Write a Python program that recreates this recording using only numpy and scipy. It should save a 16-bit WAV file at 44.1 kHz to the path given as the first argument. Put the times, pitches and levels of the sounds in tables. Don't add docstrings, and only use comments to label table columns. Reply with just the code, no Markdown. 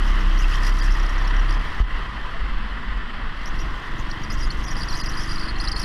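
import sys
import numpy as np
from scipy import signal
from scipy.fft import rfft, irfft, next_fast_len
from scipy.io import wavfile
from scipy.ndimage import uniform_filter1d, map_coordinates

SR = 44100
rng = np.random.default_rng(int(sys.argv[2]) if len(sys.argv) > 2 else 0)


def gain_from_db(level_db):
    decades = np.asarray(level_db, float) / 20
    return 10 ** decades


def dump(signal):
    limited = np.clip(np.atleast_2d(signal).T, -1, 1)
    pcm = np.round(limited * 32767).astype(np.int16)
    wavfile.write(sys.argv[1], SR, pcm)


N = 257544

# time in seconds, firings per second.
FIRING_RATE = [(0, 32.7), (.22, 32.1), (.6, 33), (1.02, 32.5), (1.14, 33.1), (1.62, 34.3), (1.9, 29),
               (2.2, 25.3), (2.6, 23.6), (3.0, 22.5), (3.5, 21.8), (3.67, 22.6), (3.81, 21.8), (4.16, 23.1),
               (4.3, 24.3), (5.05, 24.6), (5.68, 25.2), (5.84, 25.8)]
# time in seconds, opening from 0 to 1.
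THROTTLE_OPENING = [(0, 1), (1.6, 1), (1.68, .1), (3.45, .1), (3.55, 1), (3.69, 1), (3.75, .25),
                    (3.87, .25), (3.92, 1), (5.84, 1)]
# frequency in Hz, level in dB.
PIPE_SPECTRUM = [(40, -6), (70, -0.5), (100, 5), (145, 4.5), (175, -10), (222, -2), (245, -13), (272, -2.5),
                 (298, -7.5), (324, 3.5), (345, -6.5), (370, -13), (440, -17.5), (600, -19.5), (2000, -140)]
# time in seconds, extra shake in dB.
FLOOR_BUMPS = [(0.03, 3), (0.12, 5.5), (0.28, 5.5), (0.35, 5.5), (0.45, 5), (0.55, 0.5), (0.7, 2.5),
               (0.9, 5.5), (1.02, 4), (1.41, 5), (1.53, 1), (1.95, 10.5), (2.44, 16), (2.62, 3), (2.9, 10),
               (3.25, 4), (3.4, 6), (3.58, 12.5), (3.68, 12), (4.0, 6), (4.2, -4), (4.36, 11), (4.46, 15.5),
               (4.56, 10.5), (4.72, -2), (5.04, 3.5), (5.3, 4.5), (5.58, 7), (5.7, 6), (5.82, -3)]
# frequency in Hz, density in dB per Hz.
ROCK_SPECTRUM = [(12, -14), (24, -4), (44, 0), (62, -11.5), (90, -30), (200, -36), (400, -37), (600, -50),
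                 (2000, -140)]
# frequency in Hz, density in dB per Hz.
SWAY_SPECTRUM = [(0, -54), (2, 4.0), (6, -7.5), (14, -2.0), (22, -6.5), (40, -85), (200, -160)]
# start in seconds, level in dB, ring in Hz, t60 in seconds.
FLOOR_JOINTS = [
    (1.801, -3, 40.8, 0.17),
    (2.927, -26, 46.2, 0.1),
    (4.328, -34, 40.3, 0.42),
]
# time in seconds, level in dB.
ROAR_LEVEL = [(0, -35), (.45, -35.5), (.6, -33), (.75, -35.5), (1.2, -33), (1.75, -34), (2.2, -35.5),
              (3.3, -37), (3.66, -36), (4.1, -36), (4.55, -37), (4.7, -35.5), (5.84, -36)]
# frequency in Hz, density in dB per Hz.
CASE_SPECTRUM = [(180, 0.5), (300, -5), (540, -10), (850, -6.5), (1070, -2), (1990, -4), (2460, -16.5),
                 (3130, -7), (3700, -16.5), (4800, -20), (6300, -36), (7000, -37), (8000, -36.5),
                 (12500, -48), (15500, -65)]
# frequency in Hz, width in Hz, boost in dB.
WALL_MODES = [(1027, 43, 5.5), (1220, 270, 3.5), (1857, 114, 4.5), (2016, 97, 4.5), (2627, 280, 7),
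              (3100, 250, 0)]
# start in seconds, peak in dB, first and last slip rate in Hz, length in seconds.
STRAIGHT_SQUEAKS = [(0.073, -32, 4840, 5800, 0.015), (0.2005, -34, 5540, 5200, 0.019),
                    (0.2165, -41, 5500, 4960.0, 0.019), (0.3712, -34, 5650, 5600, 0.014),
                    (.376, -33, 4700, 4300, .006), (.426, -35, 5120, 4920, .012),
                    (0.384, -30.5, 5590.0, 5770.0, 0.022), (0.4031, -32, 5850, 5950, 0.019),
                    (0.419, -40, 5210.0, 5230, 0.025), (0.5078, -37, 4430, 5020.0, 0.034),
                    (0.5398, -30, 5580, 5540.0, 0.015), (0.5527, -33, 5700, 5100, 0.015),
                    (0.6316, -28, 5210.0, 4480, 0.016), (0.6455, -27, 5130, 5580.0, 0.016),
                    (0.6615, -22, 4920, 5030, 0.016), (0.6894, -37, 4250.0, 4960.0, 0.02),
                    (0.7842, -27, 5960, 5500, 0.013), (0.7972, -28, 4800, 5300, 0.014),
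                    (0.8122, -23, 4720, 4760, 0.012), (0.8381, -31, 5600.0, 5450, 0.024),
                    (0.862, -36, 5360, 4650.0, 0.016), (0.9049, -29, 4930, 5750, 0.018),
                    (0.9199, -28.5, 5540, 5160.0, 0.015), (0.9339, -33, 5800, 5120.0, 0.017)]
# start in seconds, peak in dB,
# first and last slip rate in Hz, length in seconds.
LATCH_CREAKS = [(0.308, -24, 3100, 3060, 0.0093), (0.416, -22, 2930, 2700, 0.022),
                (0.44, -18, 2700, 2600, 0.011), (0.514, -19.5, 2770, 2780, 0.024),
                (0.532, -19.5, 3050, 3150, 0.024), (0.574, -14.5, 3100, 3100, 0.01),
                (0.809, -21, 3240, 3180, 0.015), (0.499, -20, 1970, 1830, .02),
                (0.535, -23.5, 1935, 1760, 0.0255), (0.574, -19, 1810, 1810, 0.023),
                (0.635, -14, 1766, 1890, 0.014), (0.66, -17.5, 1914, 2010, 0.028)]
# start in seconds, peak in dB, first and last slip rate in Hz, length in seconds.
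FADING_SQUEAKS = [(0.998, -27, 5500, 5500, 0.0063), (1.029, -29, 5600, 5500, 0.0074),
                  (1.061, -28, 5000, 5200, .007), (1.091, -28, 5600, 5800, .007),
                  (1.153, -35, 4100, 4470, 0.009), (1.18, -26, 5730, 5700, 0.0088),
                  (1.214, -36, 4700, 4400, .006), (1.243, -31, 4700, 4200, 0.011),
                  (1.272, -24.5, 5850, 5230, 0.0093), (1.305, -33, 5560, 5700, .008),
                  (1.362, -27, 5600, 5500, .006), (1.392, -32, 5600, 5730, .008),
                  (1.484, -32, 4740, 4900, .015), (1.503, -33, 5500, 5500, .008),
                  (1.507, -24, 4800, 4600, 0.007), (1.522, -27, 5440, 4540, 0.0098),
                  (1.536, -30, 5500, 4830, 0.016), (1.578, -42, 4930, 4900, 0.016),
                  (1.649, -16, 3190, 3100, 0.007)]
# start in seconds, peak in dB,
# first and last slip rate in Hz, length in seconds.
BEND_SQUEAKS = [(3.4536, -25, 4550, 5970, 0.014), (3.469, -28, 5470, 6000, 0.02),
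                (3.5868, -27.5, 4480, 5300, 0.013), (3.5984, -29, 5660.0, 5600, 0.019),
                (3.981, -31, 5630, 6100, 0.015), (3.9959, -33, 6610.0, 6000, 0.016),
                (4.1, -30.5, 5750, 5600, .011), (4.1096, -24, 4200, 5160, 0.011),
                (4.2294, -27, 5500, 5760.0, 0.011), (4.241, -30, 4700, 4960.0, 0.01),
                (4.2982, -24.5, 4950, 5200, 0.023), (4.3182, -24, 5530, 5770.0, 0.013),
                (4.3341, -30, 6290.0, 5900, 0.017), (4.3711, -33, 4740, 5600.0, 0.019),
                (4.385, -34, 5580, 5660.0, 0.027), (4.404, -26.5, 5500, 4950.0, 0.035),
                (4.4245, -27, 4840, 5000, 0.013), (4.4349, -26, 5240, 4870.0, 0.02),
                (4.4579, -37, 6040, 6850, 0.019), (4.5024, -19, 4430, 4950, 0.0116),
                (4.514, -33, 5750, 6040, .014), (4.6365, -27.5, 5460.0, 5950.0, 0.02),
                (4.656, -32, 5820, 5500, 0.036), (4.678, -26, 5110, 5070, 0.025),
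                (4.704, -22, 5570, 5900, 0.016), (4.7213, -29, 5620, 5240.0, 0.013),
                (4.7526, -24, 5200, 4900, 0.0081), (4.7632, -29, 4710.0, 4900, 0.017),
                (4.7781, -30, 5120.0, 5440, 0.025)]
# start in seconds, peak in dB,
# first and last slip rate in Hz, length in seconds.
POWER_SQUEAKS = [(4.8041, -25, 4950, 4780, 0.012), (4.815, -22, 4500, 4700, .009),
                 (4.796, -29, 5600, 5400, .008), (4.83, -18.5, 4440, 5100, 0.0091),
                 (4.8819, -26, 4840.0, 4120, 0.025), (4.9049, -30, 5660, 5580, 0.02),
                 (4.9238, -24, 4760.0, 4540.0, 0.015), (4.9388, -24, 4040, 4640, 0.014),
                 (4.9498, -22, 4900, 4910.0, 0.014), (4.9687, -28, 6100, 5890.0, 0.034),
                 (4.9956, -24.5, 5010.0, 4670.0, 0.032), (5.0256, -38, 6080, 5520, 0.027),
                 (5.0575, -22, 4820, 5130, 0.013), (5.0725, -27, 5000, 4900, 0.017),
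                 (5.0874, -20.5, 5730, 5730, 0.015), (5.1024, -36, 5700.0, 5530, 0.03),
                 (5.1373, -29, 4180, 4730, 0.014), (5.1693, -26.5, 4900.0, 5000, 0.03),
                 (5.1902, -27, 4820, 5160.0, 0.0175), (5.2062, -24, 5440.0, 5350.0, 0.023),
                 (5.2291, -26, 5600, 4930.0, 0.019), (5.2511, -39, 4540, 4790.0, 0.023),
                 (5.285, -28, 4640, 5010.0, 0.02), (5.3029, -23, 4990, 4550.0, 0.013),
                 (5.3129, -21, 4830, 4840.0, 0.015), (5.3359, -28, 5200, 4930, 0.017),
                 (5.3558, -20, 4970.0, 4790.0, 0.0074), (5.3808, -26, 4180.0, 4580.0, 0.009),
                (5.3927, -24, 5060.0, 4960.0, 0.011), (5.4087, -23.5, 4670.0, 4590.0, 0.0091),
                (5.4227, -27.0, 4730.0, 4460, 0.035), (5.4526, -31, 5000.0, 5040.0, 0.014),
                (5.4756, -25, 4940.0, 4200, 0.021), (5.4935, -28, 4360, 4680.0, 0.015),
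                (5.5364, -45, 4580.0, 4390.0, 0.021), (5.5584, -37, 4100.0, 4390.0, 0.013),
                (5.5713, -46, 5040.0, 4930, 0.014), (5.5963, -20.5, 4340.0, 4500, 0.01),
                (5.6063, -18.5, 4720, 4970, 0.0099), (5.6202, -35, 4540.0, 5000, 0.016),
                (5.6382, -22.5, 5110.0, 4650.0, 0.021), (5.6731, -16, 4120, 4990.0, 0.016),
                (5.7145, -16, 4420, 5100, 0.008), (5.722, -20, 4880, 4430, 0.012),
                (5.7589, -20, 4210, 4570.0, 0.014), (5.7888, -23, 4520.0, 5420.0, 0.029),
                (5.8268, -32, 4930.0, 4900, 0.016)]
# start in seconds,
# peak in dB, first and last slip rate in Hz, length in seconds.
EXTRA_SQUEAKS = [(0.66, -34, 5660, 5550, 0.02), (4.335, -36, 6700, 6600, .015),
                 (4.43, -36, 6600, 6860, .015), (4.964, -37, 6600, 6070, 0.023),
                 (4.99, -39, 5800, 5700, 0.022), (5.013, -37, 4360, 4200, 0.019),
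                 (5.035, -29, 5800, 5200, 0.017), (5.157, -35, 5800, 5600, 0.039),
                 (5.201, -35, 5800, 6300, 0.033), (5.245, -37, 5700, 6300, .03),
                 (5.29, -38, 5600, 5700, 0.033), (5.33, -33, 5800, 5700, 0.022),
                 (5.385, -36, 5500, 5570, .02), (5.445, -40, 5300, 5500, .02),
                 (5.583, -32, 5800, 5700, .012), (5.685, -38, 5600, 6300, 0.011),
                 (5.736, -31, 4600, 4440, .02), (5.772, -26, 4540, 4400, .014),
                 (5.812, -28, 5500, 5300, .012), (5.558, -32, 4200, 4400, 0.0091),
                 (5.076, -38, 2820, 2810, .02), (4.908, -33, 5600, 5500, .015)]
# time in seconds, level over the chatter in dB, slip rate in Hz.
JOINT_STRAIN = [(0, 2.5, 5510), (3.3, 9.5, 5550), (4.5, -1, 5400), (4.7, 10.5, 5300), (5.1, 9.5, 5290),
                (5.5, 8, 4725), (5.72, 12, 4710), (5.84, 16, 5170)]
# frequency in Hz, width in Hz, level in dB.
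MOUNT_MODES = [(4295, 91, 8), (4840, 220, 1.5), (5660, 51, 4.5), (6300, 300, -30), (9800, 700, 12.5),
               (11240, 700, 5)]
# time in seconds, chatter level in dB.
MOUNT_PLAY = [(0, -51), (.72, -49), (.78, -45.5), (1.46, -54.5), (1.63, -53), (3.19, -73), (3.43, -56.5),
              (4.2, -54), (4.6, -49.5), (4.86, -50.5), (4.92, -44), (5.3, -46), (5.58, -56.5), (5.84, -45)]
# time in seconds, extra chatter in dB.
HEAD_JERKS = [(0.08, 6.5), (0.18, 2), (0.39, 2), (0.43, 7), (0.52, 9), (0.56, 8), (0.67, 15), (0.84, 6),
              (0.93, -3), (1.51, 9.5), (3.48, -7), (3.61, 3), (3.99, -5), (4.11, 5), (4.24, 1), (4.31, 2),
              (4.41, 6), (4.8, 5.5), (5.61, 7), (5.72, 3), (5.8, 8)]
# frequency in Hz, density in dB per Hz.
CHATTER_SPECTRUM = [(1500, -55), (2700, -22), (3100, -5), (3800, -3.5), (4900, 2.5), (5700, 0),
                    (7000, -7.5), (8800, -11), (10000, -13), (12000, -14.5), (13000, -15), (15500, -44)]
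# start in seconds, level in dB.
GRIT_TICKS = [
    (1.6495, -42),
    (1.651, -41),
    (1.797, -49),
]
# peak in seconds, level in dB, pitch
# in Hz, length in seconds.
BRIEF_HUMS = [(0.26, -34.5, 194, 0.3), (2.355, -37.5, 685, 0.066), (5.75, -37.5, 434, 0.04),
              (1.49, -41.5, 310, 0.25), (2.962, -17, 42, 0.12), (2.545, -20.5, 37, 0.21),
              (4.84, -19.5, 44, 0.093), (4.3, -40.5, 220, .2), (5.7, -46, 790, 0.56),
              (0.9, -34.5, 167, 0.041), (4.3, -38, 78, 0.35), (2.28, -40.5, 120, 0.24),
              (0.0377, -35, 135, 0.1)]
# time in seconds, level in dB.
RIVAL_LEVEL = [(0, -48), (1.7, -67), (2.2, -59), (2.5, -46), (3.2, -48), (3.55, -48), (3.75, -65),
               (3.95, -50), (4.2, -50), (5.84, -48)]
# frequency in Hz, level in dB.
RIVAL_SPECTRUM = [(120, -59), (180, -5.5), (215, 2.5), (255, -4.5), (340, -28), (1000, -140)]
# time in seconds, treble gain in dB.
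GAIN_DUCK = [(0, 2), (1.815, -0.5), (1.83, -9), (1.86, -7), (1.92, -1), (5.84, 0)]
# centre in seconds, half length in seconds, depth from 0 to 1.
THIN_MOMENTS = [
    (.8155, .007, .97),
    (1.587, .0035, .9),
    (4.659, .0045, .9),
    (5.026, .007, .99),
    (5.086, .006, .94),
    (5.744, .007, .97),
]
# low edge in Hz, high edge in Hz.
THIN_BANDS = [
    [(3050, 3400), (4450, 5050)],
    [(2600, 3350), (4750, 5100)],
    [(5300, 6300)],
    [(4100, 5050)],
    [(2650, 2950), (4700, 5050), (5400, 5750)],
    [(4050, 5250)],
]

SEAT_HZ, SEAT_WIDTH_HZ, SEAT_PEAK_DB = 34.05, 10.8, 18
SEAT_FLUTTER_DB = 0.7
CRANK_DAMP = 0.16
SHAKE_SHUT_DB, SHAKE_OPEN_DB = -38, -35
CRANK_SHUT_DB, CRANK_OPEN_DB = -36, -34
THUD_SHUT_DB, THUD_OPEN_DB = -59, -39.5
LUG_DB_PER_HZ = 0.3
CRANK_SHARE, ROCK_SHARE, THUD_SHARE = 0.62, 0.89, 0.034
ROCK_DB, SWAY_DB, SWAY_SWING_DB = -35.5, -29, 2.5


def unit(x):
    return x / np.sqrt(np.mean(x ** 2) + 1e-20)


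def along(points, hz):
    f, v = np.transpose(points)
    return np.interp(np.log(hz + 1), np.log(f + 1), v)


def curves(rows):
    s, *columns = np.transpose(rows)
    return [np.interp(np.arange(N) / SR, s, column) for column in columns]


def swells(rows, rise_s, fall_s):
    t = np.arange(N) / SR
    each = [np.interp(t, [s - rise_s, s, s + fall_s], [0, db, 0]) for s, db in rows]
    return np.max(each, axis=0)


def wobble(rate, size=N):
    knots = rng.standard_normal(int(size * 4000 / SR) + 9)
    return map_coordinates(knots, [np.arange(size) * min(rate, 4000) / SR])


def filtered(x, response):
    m = next_fast_len(N + SR // 2)
    return irfft(rfft(x, m) * response(np.fft.rfftfreq(m, 1 / SR)), m)[:N]


def coloured(x, spectrum):
    return unit(filtered(x, lambda hz: gain_from_db(along(spectrum, hz))))


def pressing():
    return swells(FLOOR_BUMPS, rise_s=0.07, fall_s=0.09)


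def looseness():
    return curves(MOUNT_PLAY)[0] + swells(HEAD_JERKS, rise_s=0.053, fall_s=0.047)


def engine_cycles():
    return np.cumsum(curves(FIRING_RATE)[0]) / SR + 0.857


def seat_shake(cycles):
    rate, opening, bump_db = curves(FIRING_RATE)[0], curves(THROTTLE_OPENING)[0], pressing()
    seat_db = SEAT_PEAK_DB / (1 + ((rate - SEAT_HZ) / SEAT_WIDTH_HZ * 2) ** 2)
    shake_db = SHAKE_SHUT_DB + (SHAKE_OPEN_DB - SHAKE_SHUT_DB + seat_db) * opening + bump_db
    shake_db = shake_db + SEAT_FLUTTER_DB * wobble(8.2)
    crank_db = CRANK_SHUT_DB + (CRANK_OPEN_DB - CRANK_SHUT_DB) * opening
    crank_db = crank_db + CRANK_SHARE * bump_db - CRANK_DAMP * seat_db
    lag = 1.4 * np.arctan((rate - 33) / 4)
    phase = 2 * np.pi * cycles - lag + 0.18 * wobble(10)
    firing_shake = gain_from_db(shake_db + 2.0) * np.sin(phase)
    crank_shake = gain_from_db(crank_db + 0.5) * np.cos(2 * phase + 0.5 * wobble(4.59))
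    return firing_shake + crank_shake


def exhaust_thuds(cycles):
    rate, opening = curves(FIRING_RATE)[0], curves(THROTTLE_OPENING)[0]
    pull_db = THUD_OPEN_DB - THUD_SHUT_DB + LUG_DB_PER_HZ * (SEAT_HZ - rate)
    thud_db = THUD_SHUT_DB + pull_db * opening + THUD_SHARE * pressing()
    at = np.flatnonzero(np.diff(np.floor(cycles)))
    chance = rng.standard_normal((200, 2))[:len(at)]
    scatter_s = 0.001 - 0.00094 * opening[at]
    late = np.round(scatter_s * SR * chance[:, 0]).astype(int)
    firings = np.zeros(N)
    firings[np.clip(at + late, 0, N - 1)] = gain_from_db(0.8 * chance[:, 1])

    def pipe(hz):
        spread = np.exp(-2j * np.pi * hz * (0.0237 - hz * 3.1e-5))
        return gain_from_db(along(PIPE_SPECTRUM, hz)) * spread

    return -gain_from_db(thud_db) * unit(filtered(firings, pipe))


def rocking():
    rock_db = ROCK_DB + ROCK_SHARE * pressing()
    return gain_from_db(rock_db + 1.0) * coloured(rng.standard_normal(N), ROCK_SPECTRUM)


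def swaying():
    sway_db = SWAY_DB + SWAY_SWING_DB * wobble(3.95)
    return gain_from_db(sway_db) * coloured(rng.standard_normal(N), SWAY_SPECTRUM)


def roar(cycles):
    puff_db = 0.5 * np.cos(2 * np.pi * cycles + 2.6) + 0.16 * wobble(14) + 0.71 * wobble(120)
    z = signal.stft(gain_from_db(puff_db) * rng.standard_normal(N), nperseg=512)[2]
    patches = uniform_filter1d(rng.standard_normal(z.shape), size=3, axis=0)
    patches = uniform_filter1d(patches, size=14, axis=1)
    air = signal.istft(z * gain_from_db(1.05 * unit(patches)), nperseg=512)[1][:N]

    def through_walls(shift):
        def walls(hz):
            modes_db = sum(db / (1 + ((hz - c * shift) / w * 2) ** 2) for c, w, db in WALL_MODES)
            return gain_from_db(along(CASE_SPECTRUM, hz) + modes_db)
        return filtered(air, walls)

    flex = 0.025
    slack, taut = through_walls(1 - flex), through_walls(1 + flex)
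    flexed = np.clip(pressing() / 8, 0, 1)
    return gain_from_db(curves(ROAR_LEVEL)[0] + 2.5) * unit(slack + flexed * (taut - slack))


def joints():
    out, t = np.zeros(N + SR), np.arange(SR // 2) / SR
    kick_db, kick_hz, kick_t60_s = -8.5, 128, 0.0092
    for s, db, hz, t60 in FLOOR_JOINTS:
        bent_time = t + 0.0011 * (1 - np.exp(-t / 0.026))
        ring = -np.sin(2 * np.pi * hz * bent_time) * (1 - np.exp(-t / 0.0055))
        kick = gain_from_db(db + kick_db - 60 * t / kick_t60_s) * np.sin(2 * np.pi * kick_hz * t)
        out[round(s * SR):][:len(t)] += gain_from_db(db - 60 * t / t60) * ring + kick
    return out[:N]


def squeak(db, first_hz, last_hz, length):
    t = np.arange(SR // 14) / SR

    def shaky(rate):
        return wobble(rate, size=len(t))

    u = t / max(length, 0.003)
    glide = first_hz + (last_hz - first_hz) * u
    pitch = glide * (1 + 0.024 * shaky(300) + 0.031 * shaky(1500))
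    phase = 2 * np.pi * np.cumsum(pitch) / SR
    fade = np.clip(1 - u / 1.42, 0, 1) ** 0.67
    grip = np.clip(t / 0.0036, 0, 1) * fade * (0.6 + 0.5 * np.tanh(0.75 * shaky(330)))
    edge = 0.33 * shaky(280) * np.sin(phase * (1.12 + 0.0426 * rng.standard_normal()))
    octave = gain_from_db(3.4 * shaky(135) - 25) * np.sin(2 * phase + 1.1 * shaky(1380))
    scrape = 0.21 * shaky(2490) * np.cos(phase)
    return gain_from_db(db) * grip * (np.sin(phase) + octave + edge + scrape)


def screech():
    strain_db, slip_hz = curves(JOINT_STRAIN)
    wander = 1 + 0.078 * wobble(45) + 0.055 * wobble(400) + 0.03 * wobble(2500)
    phase = 2 * np.pi * np.cumsum(slip_hz * wander) / SR
    grip = 0.5 + 0.78 * np.tanh(1.0 * wobble(250))
    return gain_from_db(looseness() + strain_db) * grip * (np.sin(phase) + gain_from_db(-18.5) * np.sin(2 * phase))


def mount_noises():
    out = np.zeros(N + SR)
    rows = STRAIGHT_SQUEAKS + LATCH_CREAKS + FADING_SQUEAKS + BEND_SQUEAKS
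    for s, *shape in rows + POWER_SQUEAKS + EXTRA_SQUEAKS:
        slip = squeak(*shape)
        out[round(s * SR):][:len(slip)] += slip

    def body(f):
        modes = [gain_from_db(db - 8.0) * 1j * f * w / (c * c - f * f + 1j * f * w) for c, w, db in MOUNT_MODES]
        return 0.4 + sum(modes)

    return filtered(out[:N] + screech(), body)


def buzz(cycles):
    knock_db = 2.0 * wobble(300) + 1.5 * wobble(45) + 1.7 * np.cos(4 * np.pi * cycles)
    knocks = gain_from_db(knock_db) * rng.standard_normal(N)
    return gain_from_db(looseness() - 4.5) * coloured(knocks, CHATTER_SPECTRUM)


def ticks():
    out, t = np.zeros(N + SR), np.arange(SR // 100) / SR
    for s, db in GRIT_TICKS:
        out[round(s * SR):][:len(t)] += gain_from_db(db - 60 * t / 0.0012) * rng.standard_normal(len(t))
    return filtered(out[:N], lambda hz: np.clip(hz / 4000, 0, 1) ** 2)


def hums():
    t, drift = np.arange(N) / SR, np.cumsum(wobble(30)) / SR
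    out = np.zeros(N)
    for s, db, hz, length in BRIEF_HUMS:
        swell = np.cos(np.pi * np.clip((t - s) / length, -0.5, 0.5)) ** 2
        unsteady_time = t - s + 0.0075 * (drift - drift[round(s * SR)])
        out += gain_from_db(db) * swell * np.cos(2 * np.pi * hz * unsteady_time)
    return out


def rival():
    cycles = np.cumsum(18.7 + 0.292 * wobble(1.7)) / SR
    drone = np.diff(np.floor(cycles), prepend=0) + 0.017 * rng.standard_normal(N)
    return gain_from_db(curves(RIVAL_LEVEL)[0]) * coloured(drone, RIVAL_SPECTRUM)


def scene():
    cycles = engine_cycles()
    engine = seat_shake(cycles) + exhaust_thuds(cycles)
    road = rocking() + swaying() + roar(cycles) + joints()
    mount = mount_noises() + buzz(cycles)
    return (engine + road + mount + ticks() + hums() + rival())[None]


def low_pass(x):
    return signal.sosfilt(signal.butter(12, 15140, fs=SR, output="sos"), x)


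def record(dry):
    t = np.arange(N) / SR
    bass = filtered(dry[0], lambda hz: 1 / (1 + (hz / 300) ** 2))
    sound = bass + gain_from_db(curves(GAIN_DUCK)[0]) * (dry[0] - bass)
    for (s, half, depth), bands in zip(THIN_MOMENTS, THIN_BANDS):

        def surviving(hz):
            return (hz < 2150) + sum((hz > low) & (hz < high) for low, high in bands)

        thin = filtered(sound, surviving)
        fade = np.clip((half - np.abs(t - s)) / 0.003 + 0.5, 0, 1)
        sound = sound + depth * fade * (thin - sound)
    return low_pass(sound[None])


dry = scene()
out = record(dry)
dump(out)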